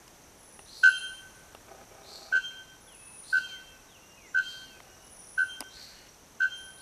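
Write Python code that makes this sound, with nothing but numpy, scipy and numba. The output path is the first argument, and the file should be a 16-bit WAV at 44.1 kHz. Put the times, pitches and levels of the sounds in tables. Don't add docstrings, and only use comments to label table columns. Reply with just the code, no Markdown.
import sys
import numpy as np
from scipy import signal
from scipy.fft import rfft, irfft
from scipy.io import wavfile
from scipy.ndimage import uniform_filter1d
from numba import njit

SR = 44100
rng = np.random.default_rng(int(sys.argv[2]) if len(sys.argv) > 2 else 0)


def ratio_of_db(decibels):
    return 10 ** (np.asarray(decibels, float) / 20)


def unload_wav(signal):
    wavfile.write(
        sys.argv[1],
        SR,
        np.round(np.clip(np.atleast_2d(signal).T, -1, 1) * 32767).astype(np.int16),
    )


N = 300321
T = np.arange(N) / SR

# f/Hz, level per Hz/dB
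AIR_SPECTRUM = [(15, -23), (25, 2), (200, -3), (890, -5.5), (1500, -10), (4900, -17.5), (7500, -16),
                (14500, -22)]
# t/s, level/dB
INSECT_LEVELS = [(0, -58.5), (1.0, -58), (2.8, -58.5), (4.8, -58), (6.7, -57.5), (6.81, -66)]
# f/Hz, width/Hz, level/dB
WING_RESONANCES = [(5960, 700, 0.5), (6470, 620, -2)]
# t/s, peak level/dB, treble level/dB, case level/dB
TICKS = [(0.078, -50, 1, -15), (0.102, -63, -12, 0), (0.591, -41.5, -21, 5), (1.548, -37.5, -10, 3),
         (4.802, -41.5, -14, -4), (5.273, -63, 6, -14), (5.605, -35, 11, -4), (5.614, -44, -5, 3),
         (5.623, -43, -14, -6)]
# f/Hz, level/dB, T60/s
CASE_MODES = [(255, -7, .08), (415, 1, .045), (540, -4, .035), (655, 0, .045), (785, 0, .045),
              (1000, -5, .02), (1250, -1, .035), (1500, -6, .03), (2270, -4, .02)]
# t/s, length/s, first level/dB, last level/dB
MOTOR_RUNS = [
    (1.675, .175, -51, -54),
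    (1.905, .40, -55, -54),
    (2.305, .08, -52, -49),
    (4.75, .5, -62, -66),
]
# t/s, length/s, first f/Hz, last f/Hz, level/dB
CROWN_SLIDES = [(.33, 0.4, 10400, 9230, -53), (.75, 0.48, 10620, 8990, -48), (1.15, .40, 10120, 9200, -64),
                (2.80, 0.41, 10520, 9150, -48), (2.98, 0.38, 10520, 8940, -49),
                (4.98, 0.36, 10360, 9180, -50.5), (5.14, 0.41, 10520, 9190, -50.5),
                (6.54, 0.41, 10470, 9300, -50)]
# t/s, length/s, first f/Hz, last f/Hz, level/dB
LOW_SLIDES = [(2.28, .05, 2760, 2100, -67), (2.50, 0.061, 2100, 2590, -67), (2.87, 0.11, 3570, 2300, -60.5),
              (3.42, 0.18, 2830, 1870, -62.5), (3.88, .11, 3980, 2400, -61), (2.98, 0.2, 2597, 2600, -62),
              (4.17, .13, 2620, 1890, -59), (4.63, 0.16, 3010, 2410, -62)]
# t/s, length/s, first f/Hz, last f/Hz, level/dB
HELD_NOTES = [
    (3.56, .24, 2684, 2610, -65.5),
    (4.00, 0.27, 2750, 2795, -67.5),
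    (4.27, .09, 7100, 7220, -64.5),
    (4.84, 0.31, 2830, 2880, -70.5),
    (5.94, .16, 2890, 2830, -70.5),
]
# t/s, level/dB
RASPS = [(.66, -48.5), (2.033, -48.5), (3.233, -48.5), (4.389, -49.5), (5.70, -49), (6.771, -50)]
# t/s, level/dB, pitch ratio
RASP_SHAPE = [
    (0, -14.5, 0.855),
    (.05, -4.5, 0.984),
    (.12, -2, 1.009),
    (.19, -7, 0.993),
    (.28, -13.5, .99),
    (.45, -28, 1.02),
]
# f/Hz, width/Hz, level/dB
RASP_THROAT = [(4393, 770, 0.5), (3880, 200, -9), (5320, 400, -8), (7500, 2200, -13.5), (11700, 4000, -21)]
# t/s, beat rate f/Hz, level/dB, throb level/dB, swell/dB
BELL_NOTES = [
    (.830, 80.32, -12, 0, 6),
    (2.32, 80.67, -20.5, 1.5, 6.5),
    (3.324, 80.28, -19.5, 0, 6),
    (4.342, 80.53, -21, 2, 7.5),
    (5.374, 80.4, -21, 1, 6.5),
    (6.399, 80.67, -21.5, 2, 7),
]
SIDE_TONES_DB = [-41, -28, -13, -1.5, -17.5, -39]
# f/Hz, width/Hz, level/dB
BELL_THROAT = [(2744, 206, -31), (3108, 114, -27), (4147, 230, -34), (4840, 140, -42.5), (5380, 210, -46),
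               (6340, 720, -43), (7290, 910, -46.5), (8200, 460, -53.5)]
# f/Hz, level/dB, first fade after the note t/s, fade spacing/s, fade depth (0-1)
TRAILS = [
    (3154, -31.5, 0.17, 0.125, .9),
    (3164, -37, .21, 0.13, 0.43),
    (3154, -36, 0.16, 0.14, 0.56),
    (3164, -38, 0.19, 0.22, 0.14),
    (3161, -40.5, .24, 0.16, 1),
    (3162, -40, 0.26, .3, 0.11),
]
# multiple of the whistle, level/dB
TRAIL_OVERTONES = [(2, -16.5), (3, -33.5)]
# delay t/s, level/dB
ECHOES = [(0.022, -13), (0.092, -24.5), (0.169, -23.5), (0.246, -28.5), (.36, -41), (.52, -48.5),
          (.66, -47)]


def set_rms(x, db):
    return x * ratio_of_db(db) / np.sqrt(np.mean(x ** 2))


def curve(rows, start=0., column=1):
    rows = np.array(rows)
    return np.interp(T - start, rows[:, 0], rows[:, column])


def gate(t0, t1, fade):
    return np.clip(np.minimum(T - t0, t1 - T) / fade, 0, 1) ** 2


def walk(rate):
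    k = int(SR / rate)
    held = np.repeat(rng.standard_normal(N // k + 1), k)
    return 1.425 * uniform_filter1d(uniform_filter1d(held, k), k)[:N]


@njit
def band(x, hz, width):
    y, b, l = np.empty(len(x)), 0., 0.
    for i in range(len(x)):
        g, k = np.tan(np.pi * hz[i] / SR), width / hz[i]
        v = (b + g * (x[i] - l)) / (1 + g * (g + k))
        b, l, y[i] = 2 * v - b, l + 2 * g * v, k * v
    return y


def resonate(x, modes, ratio=0.97):
    out = 0
    for hz, width, db in modes:
        centre = hz * ratio + 0 * T
        once = band(x, centre, 1. * width)
        out = out + ratio_of_db(db) * band(once, centre, 1. * width)
    return out


def forest(x, t60, db, echoes=()):
    t = T[:SR]
    power = np.exp(-2 * np.log(1000) * t / t60) * np.clip(t / 0.0037, 0, 1)
    power *= ratio_of_db(2 * db) / power.sum()
    for lag, echo_db in echoes:
        cluster = np.exp(-((t - lag) / (.003 + .05 * lag)) ** 2)
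        power += ratio_of_db(2 * echo_db) * cluster / cluster.sum()
    response = rng.standard_normal(SR) * np.sqrt(power)
    return x + signal.fftconvolve(x, response)[:N]


def air():
    hz = np.maximum(np.fft.rfftfreq(N, 1 / SR), 1)
    spectrum_hz, spectrum_db = np.array(AIR_SPECTRUM).T
    colour = ratio_of_db(np.interp(np.log(hz), np.log(spectrum_hz), spectrum_db))
    noise = irfft(rfft(rng.standard_normal(N)) * colour, N)
    return set_rms(noise, -55.5) * ratio_of_db(.5 * walk(1.8))


def insects():
    out = 0
    for wings, throb_hz in zip(WING_RESONANCES, (38.5, 42)):
        drifting_hz = throb_hz * (1 + 0.039 * walk(0.85))
        throb = np.cos(np.pi * np.cumsum(drifting_hz) / SR) ** 2
        scrape = rng.standard_normal(N) * (.5 + throb) * ratio_of_db(1.5 * walk(5))
        out = out + resonate(scrape, [wings])
    return set_rms(out, -4) * ratio_of_db(curve(INSECT_LEVELS))


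def case(x):
    t = T[:SR // 5]
    ring = 0
    for hz, db, t60 in CASE_MODES:
        ring = ring + ratio_of_db(db) * np.sin(2 * np.pi * hz * t) * np.exp(-np.log(1000) * t / t60)
    return signal.fftconvolve(x, ring)[:N]


def remove_thud(x):
    return x - uniform_filter1d(x, size=90)


def focus_motor(noise):
    step_hz, lag_s, knock = 29.8, 0.0056, 15
    gears = noise * (0.39 + np.exp(-(T * step_hz % 1) / 0.39))
    knocks = np.diff((T - lag_s) * step_hz // 1, prepend=0) * ratio_of_db(1.8 * walk(30.07))
    gain = 0
    for start, length, first_db, last_db in MOTOR_RUNS:
        run_db = np.interp(T, [start, start + length], [first_db, last_db])
        gain = gain + gate(start, start + length, 0.0092) * ratio_of_db(run_db)
    return set_rms(case(remove_thud(gears + knock * knocks)), 0) * gain


def camera():
    noise, snap, crack, body = rng.standard_normal((2, N)), 0, 0, 0
    for start, db, treble_db, body_db in TICKS:
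        late = T - start - .0012
        burst = ratio_of_db(db) * np.exp(np.where(late < 0, late / .0005, -late / .0011))
        snap = snap + burst
        crack = crack + burst * ratio_of_db(treble_db)
        body = body + burst * ratio_of_db(body_db)
    ticks = resonate(snap * noise[1], [(860, 740, 21.7), (1840, 710, 11.8), (2830, 420, 16.7)])
    ticks = ticks + resonate(crack * noise[1], [(288, 83, 14.7), (5270, 860, 12.0), (9700, 9400, 4.2)])
    return ratio_of_db(-36.5) * case(remove_thud(body)) + ticks + focus_motor(noise[0])


def chirps():
    waver, patchy_db = walk(120), 2.1 * walk(45)

    def sing(rows, edge_db, arch=0):
        out = np.zeros(N)
        for start, length, first_hz, last_hz, db in rows:
            on = (T > start) & (T < start + length)
            u = (T[on] - start) / length
            off_middle = (2 * u - 1) ** 2
            hz = first_hz + (last_hz - first_hz) * u
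            hz = hz * (1 + arch * (1 - off_middle)) * (1 + 0.0026 * waver[on])
            gain = ratio_of_db(db + edge_db * off_middle + patchy_db[on]) * gate(start, start + length, .008)[on]
            out[on] += np.sqrt(2) * gain * np.sin(2 * np.pi * np.cumsum(hz) / SR)
        return out

    low = sing(LOW_SLIDES, edge_db=-1.5) + sing(HELD_NOTES, edge_db=1, arch=0.016)
    crowns = sing(CROWN_SLIDES, edge_db=-15.5, arch=0.003)
    return forest(low, 0.86, -5.0) + ratio_of_db(-6.5) * forest(crowns, 0.59, 2.0)


def rasp():
    ratio, gain = np.ones(N), np.zeros(N)
    for start, db in RASPS:
        on = (T >= start) & (T < start + RASP_SHAPE[-1][0])
        ratio[on] = curve(RASP_SHAPE, start, column=2)[on]
        gain[on] = ratio_of_db(db + curve(RASP_SHAPE, start))[on]
    clicks = rng.standard_normal(N) * (0.096 + (rng.random(N) < 700 / SR))
    return gain * set_rms(resonate(clicks, RASP_THROAT, ratio), 0)


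def bell():
    attack_s, hold_s, fall_db_per_s, beat_lag_s = .008, .063, 1000, .0093
    out, t, k = np.zeros((2, N)), T[:SR // 10], np.arange(16, 130)
    side = np.arange(len(SIDE_TONES_DB)) - 3
    shape = np.minimum(t / attack_s, 1) * ratio_of_db(-fall_db_per_s * np.maximum(t - hold_s, 0))
    scatters = rng.standard_normal((len(BELL_NOTES), 2, len(k)))
    for (start, beat_hz, db, throb_db, swell_db), scatter in zip(BELL_NOTES, scatters):
        hz = k * beat_hz
        waves = np.exp(2j * np.pi * hz[:, None] * (t - beat_lag_s))
        side_gain = ratio_of_db(np.array(SIDE_TONES_DB) + throb_db * (side != 0))
        gong = (side_gain * np.exp(-.6j * side ** 2)) @ waves[:len(side)]
        upper = sum(ratio_of_db(g) * (1 + 2j * (hz - f) / w) ** -2 for f, w, g in BELL_THROAT)
        upper *= ratio_of_db(-4 + 1.4 * scatter[0]) * np.exp(1.1j * scatter[1])
        flutter = ratio_of_db(4.25 * walk(150)[:len(t)])
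        swell = ratio_of_db(db - swell_db * ((t - .039) / 0.042) ** 2)
        i = int(start * SR)
        out[:, i:i + len(t)] = swell * shape * np.real([gong, flutter * (upper @ waves)])
    return np.sqrt(2) * out


def trail():
    peak_s, rise_db_per_s, fall_db_per_s, end_s = 0.13, 299.5, 82, 0.573
    out = 0
    for note, (hz, db, fade_s, fade_gap_s, depth) in zip(BELL_NOTES, TRAILS):
        t = T - note[0]
        phase = 2 * np.pi * np.cumsum(hz * (1 + 0.0011 * walk(40))) / SR
        tone = np.sin(phase) + sum(ratio_of_db(g) * np.sin(k * phase) for k, g in TRAIL_OVERTONES)
        effort_db = np.minimum(rise_db_per_s * (t - peak_s), -fall_db_per_s * (t - peak_s))
        beat = np.abs(1 - depth * np.exp(2j * np.pi * (t - fade_s) / fade_gap_s)) / (1 + depth)
        gain = ratio_of_db(db + effort_db + 0.35 * walk(50)) * gate(note[0], note[0] + end_s, 0.13)
        out = out + np.sqrt(2) * tone * beat * gain
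    return out


def rustle():
    start_s, length_s, fade_s = 5.72, 0.4, 0.053
    grains = rng.standard_normal(N) * (0.5 + (rng.random(N) < 300 / SR) * 4)
    brushing = set_rms(resonate(grains, [(2100, 1900, 0)]), -61)
    return brushing * gate(start_s, start_s + length_s, fade_s)


def scene():
    gong, overtones = bell()
    near = forest(gong, 1.0, -22, ECHOES)
    near += forest(overtones, 0.9, -1, ECHOES)
    near += forest(trail(), .4, -16)
    far = chirps() + forest(rasp(), 0.39, 0)
    return (near + far + insects() + rustle() + camera() + air())[None]


def top_cut(x):
    return signal.sosfilt(signal.butter(12, 15230, fs=SR, output="sos"), x)


def record(dry):
    low_pass = signal.ellip(10, .2, 70, 14200, fs=SR, output="sos")
    mix = signal.sosfilt(low_pass, dry)
    return top_cut(mix)


dry = scene()
out = record(dry)
unload_wav(out)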